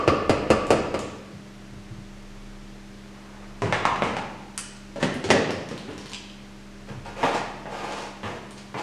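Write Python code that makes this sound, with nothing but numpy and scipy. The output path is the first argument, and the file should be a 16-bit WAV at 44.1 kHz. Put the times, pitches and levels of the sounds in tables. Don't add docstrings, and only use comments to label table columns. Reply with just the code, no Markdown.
import sys
import numpy as np
from scipy import signal
from scipy.fft import rfft, irfft, next_fast_len
from scipy.io import wavfile
from scipy.ndimage import map_coordinates

SR = 44100
rng = np.random.default_rng(int(sys.argv[2]) if len(sys.argv) > 2 else 0)


def file_out(sig):
    cols = np.atleast_2d(sig).T
    lim = np.clip(cols, -1, 1)
    pcm = np.round(lim * 32767).astype(np.int16)
    wavfile.write(sys.argv[1], SR, pcm)


N = 388962
SIZE = 8192
HZ = np.fft.rfftfreq(SIZE, 1 / SR)

# (frequency [Hz], gain [dB])
TABLE_THUMP = [(30, -75), (75, 0.5), (105, 6), (140, 4), (220, 3.5), (330, 3.5), (700, -6.5), (3000, -15.5),
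               (12000, -100)]
CRUSHED_GRIT = [(40, -40), (300, -20), (2000, -2), (3500, 0), (6000, -3), (9000, -10), (11000, -24),
                (13000, -39), (15000, -50)]
CHIP_SPECTRUM = [(100, -41), (1000, 7), (1430, -4.5), (1900, 0.5), (3000, 4), (4500, -0.5), (9500, -2),
                 (12000, -10), (15000, -23)]


def amp(db):
    return np.exp(np.asarray(db) * (np.log(10) / 20))


def unit(x):
    return x / np.sqrt(np.mean(x ** 2) + 1e-20)


def along(points, hz):
    freqs, values = np.transpose(points)
    return np.interp(np.log(hz + 1), np.log(freqs + 1), values)


def wobble(rate):
    coarse = np.linspace(0, N, SIZE)
    knots = rng.standard_normal(int(N * rate / SR) + 4)
    return np.interp(np.arange(N), coarse, map_coordinates(knots, [coarse * rate / SR]))


def filtered(x, response):
    padded = next_fast_len(N + SR // 2)
    return irfft(rfft(x, padded) * response(np.fft.rfftfreq(padded, 1 / SR)), padded)[:N]


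def noise(spectrum):
    return unit(filtered(rng.standard_normal(N), lambda hz: amp(along(spectrum, hz))))


def shape(spectrum):
    return unit(amp(along(spectrum, HZ)))


def modes(rows):
    return np.sqrt(sum(abs(amp(db) * HZ * width / (hz * hz - HZ ** 2 + 1j * HZ * width)) ** 2
                       for hz, width, db in rows))


def pulse(*gains):
    cepstrum = irfft(np.log(sum(g ** 2 for g in gains) + 1e-14) / 2)
    fold = np.r_[1, np.full(SIZE // 2 - 1, 2), np.zeros(SIZE // 2)]
    return irfft(np.exp(rfft(cepstrum * fold)))


def burst(t60):
    t = np.arange(SIZE) / SR
    return unit(rng.standard_normal(SIZE) * amp(-60 * t / t60)) / np.sqrt(SIZE)


def grains(gain, spiky):
    white = rng.standard_normal(SR // 2)
    slips = np.sign(white) * abs(white) ** spiky
    return unit(signal.fftconvolve(slips, pulse(gain))[:len(slips)])


def disperse(x, spread_s, contact_s=0.000685):
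    knots = contact_s + abs(rng.standard_normal(24)) * spread_s
    delay = np.interp(np.sqrt(HZ / HZ[-1]), np.linspace(0, 1, len(knots)), knots)
    wave = irfft(rfft(x) * np.exp(-2j * np.pi * np.cumsum(delay) * HZ[1]))[:SIZE * 7 // 8]
    press = np.minimum(np.arange(len(wave)) / SR / contact_s, 1)
    return wave * np.sin(np.pi / 2 * press) ** 2


def add(track, s, sound):
    start = round(s * SR)
    part = sound[max(-start, 0):N - start]
    track[max(start, 0):][:len(part)] += part


def studio(early_db, late_db, early_t60=0.13):
    # (frequency [Hz], t60 [s])
    decay = [(100, 1.36), (300, 1.03), (700, 0.92), (2000, 0.96), (5000, 0.8), (9000, 0.47), (14000, 0.041)]
    hz, t, bands = signal.stft(rng.standard_normal(SR), SR, nperseg=256)
    fade = amp(-60 * t / along(decay, hz)[:, None])
    build_up = 1 - np.exp(-t / 0.0064)
    tail = signal.istft(bands * fade * build_up, SR, nperseg=256)[1]
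    echo = amp(late_db) * tail / np.linalg.norm(tail)
    echo[SR // 400:][:SIZE] += amp(early_db) * burst(early_t60)
    echo[0] += 1
    return echo


def machine(air_db=-49, drone_hz=28.2, drone_db=-1):
    # (frequency [Hz], rms level [dB])
    hum_tones = [(129.2, -55.5), (200, -47), (321, -58), (399, -61), (598, -65)]
    # (time [s], relative level [dB])
    swell = [(0.0, -53), (0.61, -44), (1.13, -53), (1.35, -63), (1.55, -49), (2.48, -41.5), (3.24, -51),
             (3.51, -43), (4.22, -48), (4.52, -51), (5.03, -46), (5.45, -62), (5.7, -54), (7.05, -44.5),
             (8.72, -54.5), (8.82, -92)]
    # (frequency [Hz], gain [dB])
    air = [(20, -40), (41, -28), (62, -14), (100, -14), (140, -16), (170, -20.5), (290, -15.5), (450, -20),
           (800, -23), (2000, -25.5), (4000, -31), (6300, -34), (10000, -43.5), (15500, -58.5)]
    t = np.arange(N) / SR

    def tone(hz, drift_rad):
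        return np.sqrt(2) * np.sin(2 * np.pi * hz * t + drift_rad * wobble(2.86))

    hum = sum(amp(db + 0.38 * wobble(6.1)) * tone(hz, drift_rad=0.051) for hz, db in hum_tones)
    drone = amp(np.interp(t, *np.transpose(swell)) + drone_db) * tone(drone_hz, drift_rad=0.84)
    return hum + drone + amp(air_db) * noise(air)


def sleeves(middle_s=3.38, half_width_s=0.27, level_db=-50.5, flutter_db=2):
    # (frequency [Hz], gain [dB])
    cotton = [(150, -23), (500, 9), (1000, 7), (2000, 2), (3500, -13), (7000, -36), (14000, -45)]
    swing = np.exp(-((np.arange(N) / SR - middle_s) / half_width_s) ** 2)
    return swing * amp(level_db + flutter_db * wobble(25.3)) * noise(cotton)


def bumps(gain_db=21):
    # (time [s], relative level [dB])
    nudges = [(1.135, -41), (1.323, -27), (1.718, -30.5), (1.902, -25), (6.9, -24)]
    out = np.zeros(N)
    soft = 1 / (1 + (HZ / 220) ** 4)
    for s, db in nudges:
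        thump = signal.fftconvolve(pulse(shape(TABLE_THUMP) * soft), burst(t60=0.12))
        add(out, s, amp(db + gain_db) * signal.fftconvolve(thump, studio(early_db=-5, late_db=-2.5)))
    return out


def crumbs(count, from_s=5.87, to_s=6.15, scatter_db=11, octaves=0.52):
    times = from_s + rng.random(count) * (to_s - from_s)
    size, pitch = rng.standard_normal((count, 2)).T
    return list(zip(times, -56.5 + scatter_db * size, 6500 * 2 ** (octaves * pitch)))


def chips(gain_db=21, ring_db=9):
    # (time [s], relative level [dB], ring [Hz])
    ticks = [(0.668, -40, 7600), (0.991, -33.5, 7060), (5.141, -41.5, 10000), (5.506, -33, 5260),
             (5.688, -40, 5900), (5.777, -37, 4060), (5.933, -51, 7040), (6.096, -42, 6400),
             (8.508, -43.5, 8750)]
    out = np.zeros(N)
    for s, db, ring_hz in ticks + crumbs(count=22):
        ring = np.hypot(1, modes([(ring_hz, 0.18 * ring_hz, ring_db)]))
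        dulling = np.hypot(1, HZ / (0.66 * ring_hz))
        flake = unit(shape(CHIP_SPECTRUM) * ring / dulling)
        add(out, s, amp(db + gain_db) * disperse(pulse(flake), spread_s=0.000645))
    return signal.fftconvolve(out, studio(early_db=-1.5, late_db=1.5))[:N]


def bounces(hits, own_modes, gain_db, spread_s):
    out = np.zeros(N)
    for s, db, dull_hz in hits:
        ring = unit(modes(own_modes) * shape(CHIP_SPECTRUM) / np.hypot(1, (HZ / dull_hz) ** 2))
        add(out, s, amp(db + gain_db) * disperse(pulse(ring), spread_s))
    return signal.fftconvolve(out, studio(early_db=0, late_db=-2))[:N]


def falling_pieces():
    # (frequency [Hz], width [Hz], gain [dB])
    shard_modes = [(1410, 140, 3), (1810, 220, -5), (2540, 160, -7), (3000, 150, -5), (4800, 660, -4),
                   (5700, 270, -3), (6350, 350, -1), (7400, 450, -5), (8050, 450, 4.5), (9280, 440, 6),
                   (10550, 550, 3), (12500, 1500, -12)]
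    lump_modes = [(1620, 90, -1), (2580, 340, 0.5), (3070, 160, 2), (3330, 130, 2), (3950, 280, -1),
                  (4850, 220, 4.5), (6000, 360, 1), (7600, 1000, 0.5)]
    # (time [s], relative level [dB], dull above [Hz])
    shard_hits = [(4.577, -21, 12000), (4.5905, -30, 5000)]
    lump_hits = [(6.133, -28.5, 6500), (6.1445, -30, 6000), (6.298, -41.5, 4000)]
    shard = bounces(shard_hits, shard_modes, gain_db=18, spread_s=0.00049)
    lump = bounces(lump_hits, lump_modes, gain_db=18.5, spread_s=0.00093)
    return shard + lump


def slab_slide(dust_gain_db=-4, ring_db=-0.5, uneven_db=1.9, sag_db_per_s=17, stop_db_per_s=162):
    # (time [s], rise [s], length [s], relative rasp [dB], relative dust [dB], ring [Hz])
    strokes = [(6.863, 0.018, 0.037, -42, -56, 452), (7.045, 0.011, 0.027, -36.5, -48, 800),
               (7.15, 0.06, 0.075, -28, -47, 590), (7.228, 0.0091, 0.034, -24, -48, 640),
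               (7.269, 0.042, 0.093, -32, -41, 1050), (7.337, 0.009, 0.022, -35.5, -46, 730),
               (7.676, 0.12, 0.15, -28.5, -45, 780), (7.818, 0.12, 0.21, -32, -40, 880),
               (8.231, 0.021, 0.075, -34, -50, 540), (8.548, 0.037, 0.039, -45.5, -44, 900),
               (8.757, 0.027, 0.028, -30, -42, 850)]
    # (frequency [Hz], gain [dB])
    rasp = [(88, -42), (150, -6.5), (203, -17), (327, -1.5), (468, -1.5), (982, -3), (1460, -6.5),
            (2150, -10.5), (2500, -9.5), (4000, -21), (7200, -26), (14000, -48)]
    out = np.zeros(N)
    t = np.arange(SR // 2) / SR
    for s, rise, length, rasp_db, dust_db, ring_hz in strokes:
        push = np.minimum(t / rise, 1) * amp(-stop_db_per_s * np.maximum(t - length, 0))
        body = shape(rasp) * np.hypot(1, modes([(ring_hz, 0.5 * ring_hz, ring_db)]))
        add(out, s, push * amp(rasp_db - sag_db_per_s * t) * grains(body, spiky=2.8))
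        add(out, s, push * amp(dust_db + dust_gain_db) * grains(shape(CRUSHED_GRIT), spiky=4))
    walls = studio(early_db=-0.5, late_db=-3)
    return signal.fftconvolve(amp(uneven_db * wobble(45)) * out, walls / np.linalg.norm(walls))[:N]


def knocks(hits, spectrum, own_modes, ring_width, body_db, thump_db, early_db, late_db):
    out = np.zeros(N)
    for s, db, table_db, ring_hz, ring_db, grit, crack_db in hits:
        grit = np.clip(grit, 0.1, 1)
        force = np.sqrt(grit) * burst(t60=0.5 * grit)
        force[0] += np.sqrt(1 - grit)
        contact = np.hypot(1, modes([(ring_hz, ring_width * ring_hz, ring_db)]))
        body = amp(db + body_db) * unit(shape(spectrum) * np.hypot(1, modes(own_modes)) * contact)
        thump = amp(table_db + thump_db) * shape(TABLE_THUMP)
        crack = amp(db + crack_db) * shape(CRUSHED_GRIT)
        hit = disperse(pulse(body, thump, crack), spread_s=0.00126)
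        crunch = signal.fftconvolve(hit, force)
        add(out, s, signal.fftconvolve(crunch, studio(early_db, late_db)))
    return out


def slab_knocks():
    # (time [s], level [dB], thump [dB], ring [Hz], ring gain [dB], grit [0-1], crack [dB])
    hits = [(4.958, -29, -50.5, 585, 34, 0.44, 5), (5.000, -27, -41.5, 1200, 19, 0.98, 11.5),
            (5.027, -16, -38.5, 242, 8.5, 0.15, 7.5), (5.240, -27, -42, 347, 21, 0.4, 15),
            (5.289, -22.5, -47, 301, 17, 0.1, 3), (5.303, -7.5, -35.5, 493, 8.5, 0.1, 7.5),
            (5.492, -28, -40, 500, 15, 0.45, -5), (5.711, -33, -44.5, 310, 28, 0.47, 9),
            (5.879, -38, -46, 382, 24, 1, -6), (7.229, -14.5, -46, 910, 13.5, 0.44, -7.5),
            (7.345, -20.5, -49.5, 796, 17, 0.42, 7), (7.655, -28.5, -51, 715, 28, 0.53, -19),
            (8.231, -27, -45.5, 1100, 8, 0.63, -2), (8.742, -26.5, -50.5, 1040, 14, 0.65, -4)]
    # (frequency [Hz], gain [dB])
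    spectrum = [(35, -73), (80, -29), (140, 6), (300, 2), (520, -0.5), (800, -1.5), (1100, -6.5),
                (1350, -6.5), (1600, -9), (1930, -2.5), (2300, -9.5), (2750, -7.5), (4000, -17.5),
                (8000, -36), (14000, -52)]
    # (frequency [Hz], width [Hz], gain [dB])
    own_modes = [(522, 65, 2), (1763, 165, 4.5), (2590, 88, -10), (3500, 160, 3), (6200, 400, 0)]
    return knocks(hits, spectrum, own_modes, ring_width=0.35,
                  body_db=20, thump_db=37.5, early_db=3.5, late_db=0)


def tools_down():
    # (time [s], level [dB], thump [dB], ring [Hz], ring gain [dB], grit [0-1], crack [dB])
    hits = [(3.619, -13.5, -23, 345, 46, 0.64, 1.5), (3.656, -41, -27, 380, 2, 0.6, 6),
            (3.724, -10, -50, 1900, -16, 0.48, 2), (3.852, -7.5, -27, 1030, 11, 0.24, 0),
            (3.958, -23, -46, 1140, -1, 0, 3), (4.020, -11, -26.5, 563, 12.5, 0.2, -8.5),
            (4.034, -24, -26, 2150, 10, 0.83, 13), (4.1665, -17.5, -30.5, 870, 9.5, 0.32, 3)]
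    # (frequency [Hz], gain [dB])
    spectrum = [(35, -34), (100, -19), (380, 1), (700, 5), (1250, 2.5), (2500, -0.5), (4000, -12),
                (8000, -53), (14000, -62)]
    # (frequency [Hz], width [Hz], gain [dB])
    own_modes = [(814, 49, 1), (896, 40, 5.5), (1075, 44, -1), (1210, 50, -4), (1380, 45, 4),
                 (2150, 90, -5), (2820, 130, -3)]
    return knocks(hits, spectrum, own_modes, ring_width=0.26,
                  body_db=18, thump_db=25.5, early_db=-2.5, late_db=-2.5)


def mallet(gain_db=21, thump_db=-11):
    # (time [s], level [dB], crack [dB], chisel ring [dB])
    blows = [(-0.135, -14, 1, 18), (0.077, -15, -5, 13.5), (0.295, -15.5, -0.5, 2.5), (0.503, -15.5, 3, 11),
             (0.7052, -15, 4.5, 4.5), (0.9416, -24.5, -1.5, 9.5)]
    # (frequency [Hz], width [Hz], gain [dB])
    mould_modes = [(87, 31, -2.5), (134, 35, -8), (218, 9.4, 4), (300, 58, 4), (460, 42, -3.5),
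                   (545, 34, 0.5), (644, 44, -6), (969, 21, -4), (1323, 150, -6.5), (1753, 17, -5.5),
                   (2090, 250, -15), (2560, 270, -13.5), (4340, 260, -23), (4900, 460, -21.5)]
    handle_modes = [(468, 253, 3), (2745, 390, -6)]
    chisel_modes = [(1140, 71, -9.5), (1173, 49, -12), (1237, 86, -12)]
    # (frequency [Hz], gain [dB])
    fracture = [(40, -32), (700, -10.5), (1500, -35), (3500, -47), (6500, -30), (9000, -32), (11000, -44),
                (13000, -54), (15000, -64)]
    out = np.zeros(N)
    soft = 1 / np.sqrt(1 + (HZ / 6500) ** 12)
    body = modes(mould_modes) * soft
    thump = amp(thump_db + along(TABLE_THUMP, HZ))
    handle = pulse(modes(handle_modes) ** 2)
    chisel = pulse(modes(chisel_modes) ** 2)
    scale = amp(gain_db) / np.sqrt(np.mean(body ** 2))
    for s, db, crack_db, ring_db in blows:
        force = amp(db) * scale
        walls = studio(early_db=5, late_db=0.5, early_t60=0.11)
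        mould = disperse(pulse(body, thump), spread_s=0.000806)
        crack = pulse(amp(crack_db + along(fracture, HZ)))
        add(out, s, force * signal.fftconvolve(mould, walls))
        add(out, s, force * signal.fftconvolve(crack, walls))
        handle_walls = studio(early_db=-0.5, late_db=-2, early_t60=0.073)
        add(out, s, force * signal.fftconvolve(handle, handle_walls))
        add(out, s, force * amp(ring_db) * signal.fftconvolve(chisel, studio(early_db=5, late_db=9)))
    return out


def scene():
    handling = tools_down() + slab_knocks() + falling_pieces()
    return (mallet() + handling + bumps() + chips() + slab_slide() + sleeves() + machine())[None]


def record(dry):
    return filtered(dry[0], lambda hz: hz < 15600)[None]


dry = scene()
out = record(dry)
file_out(out)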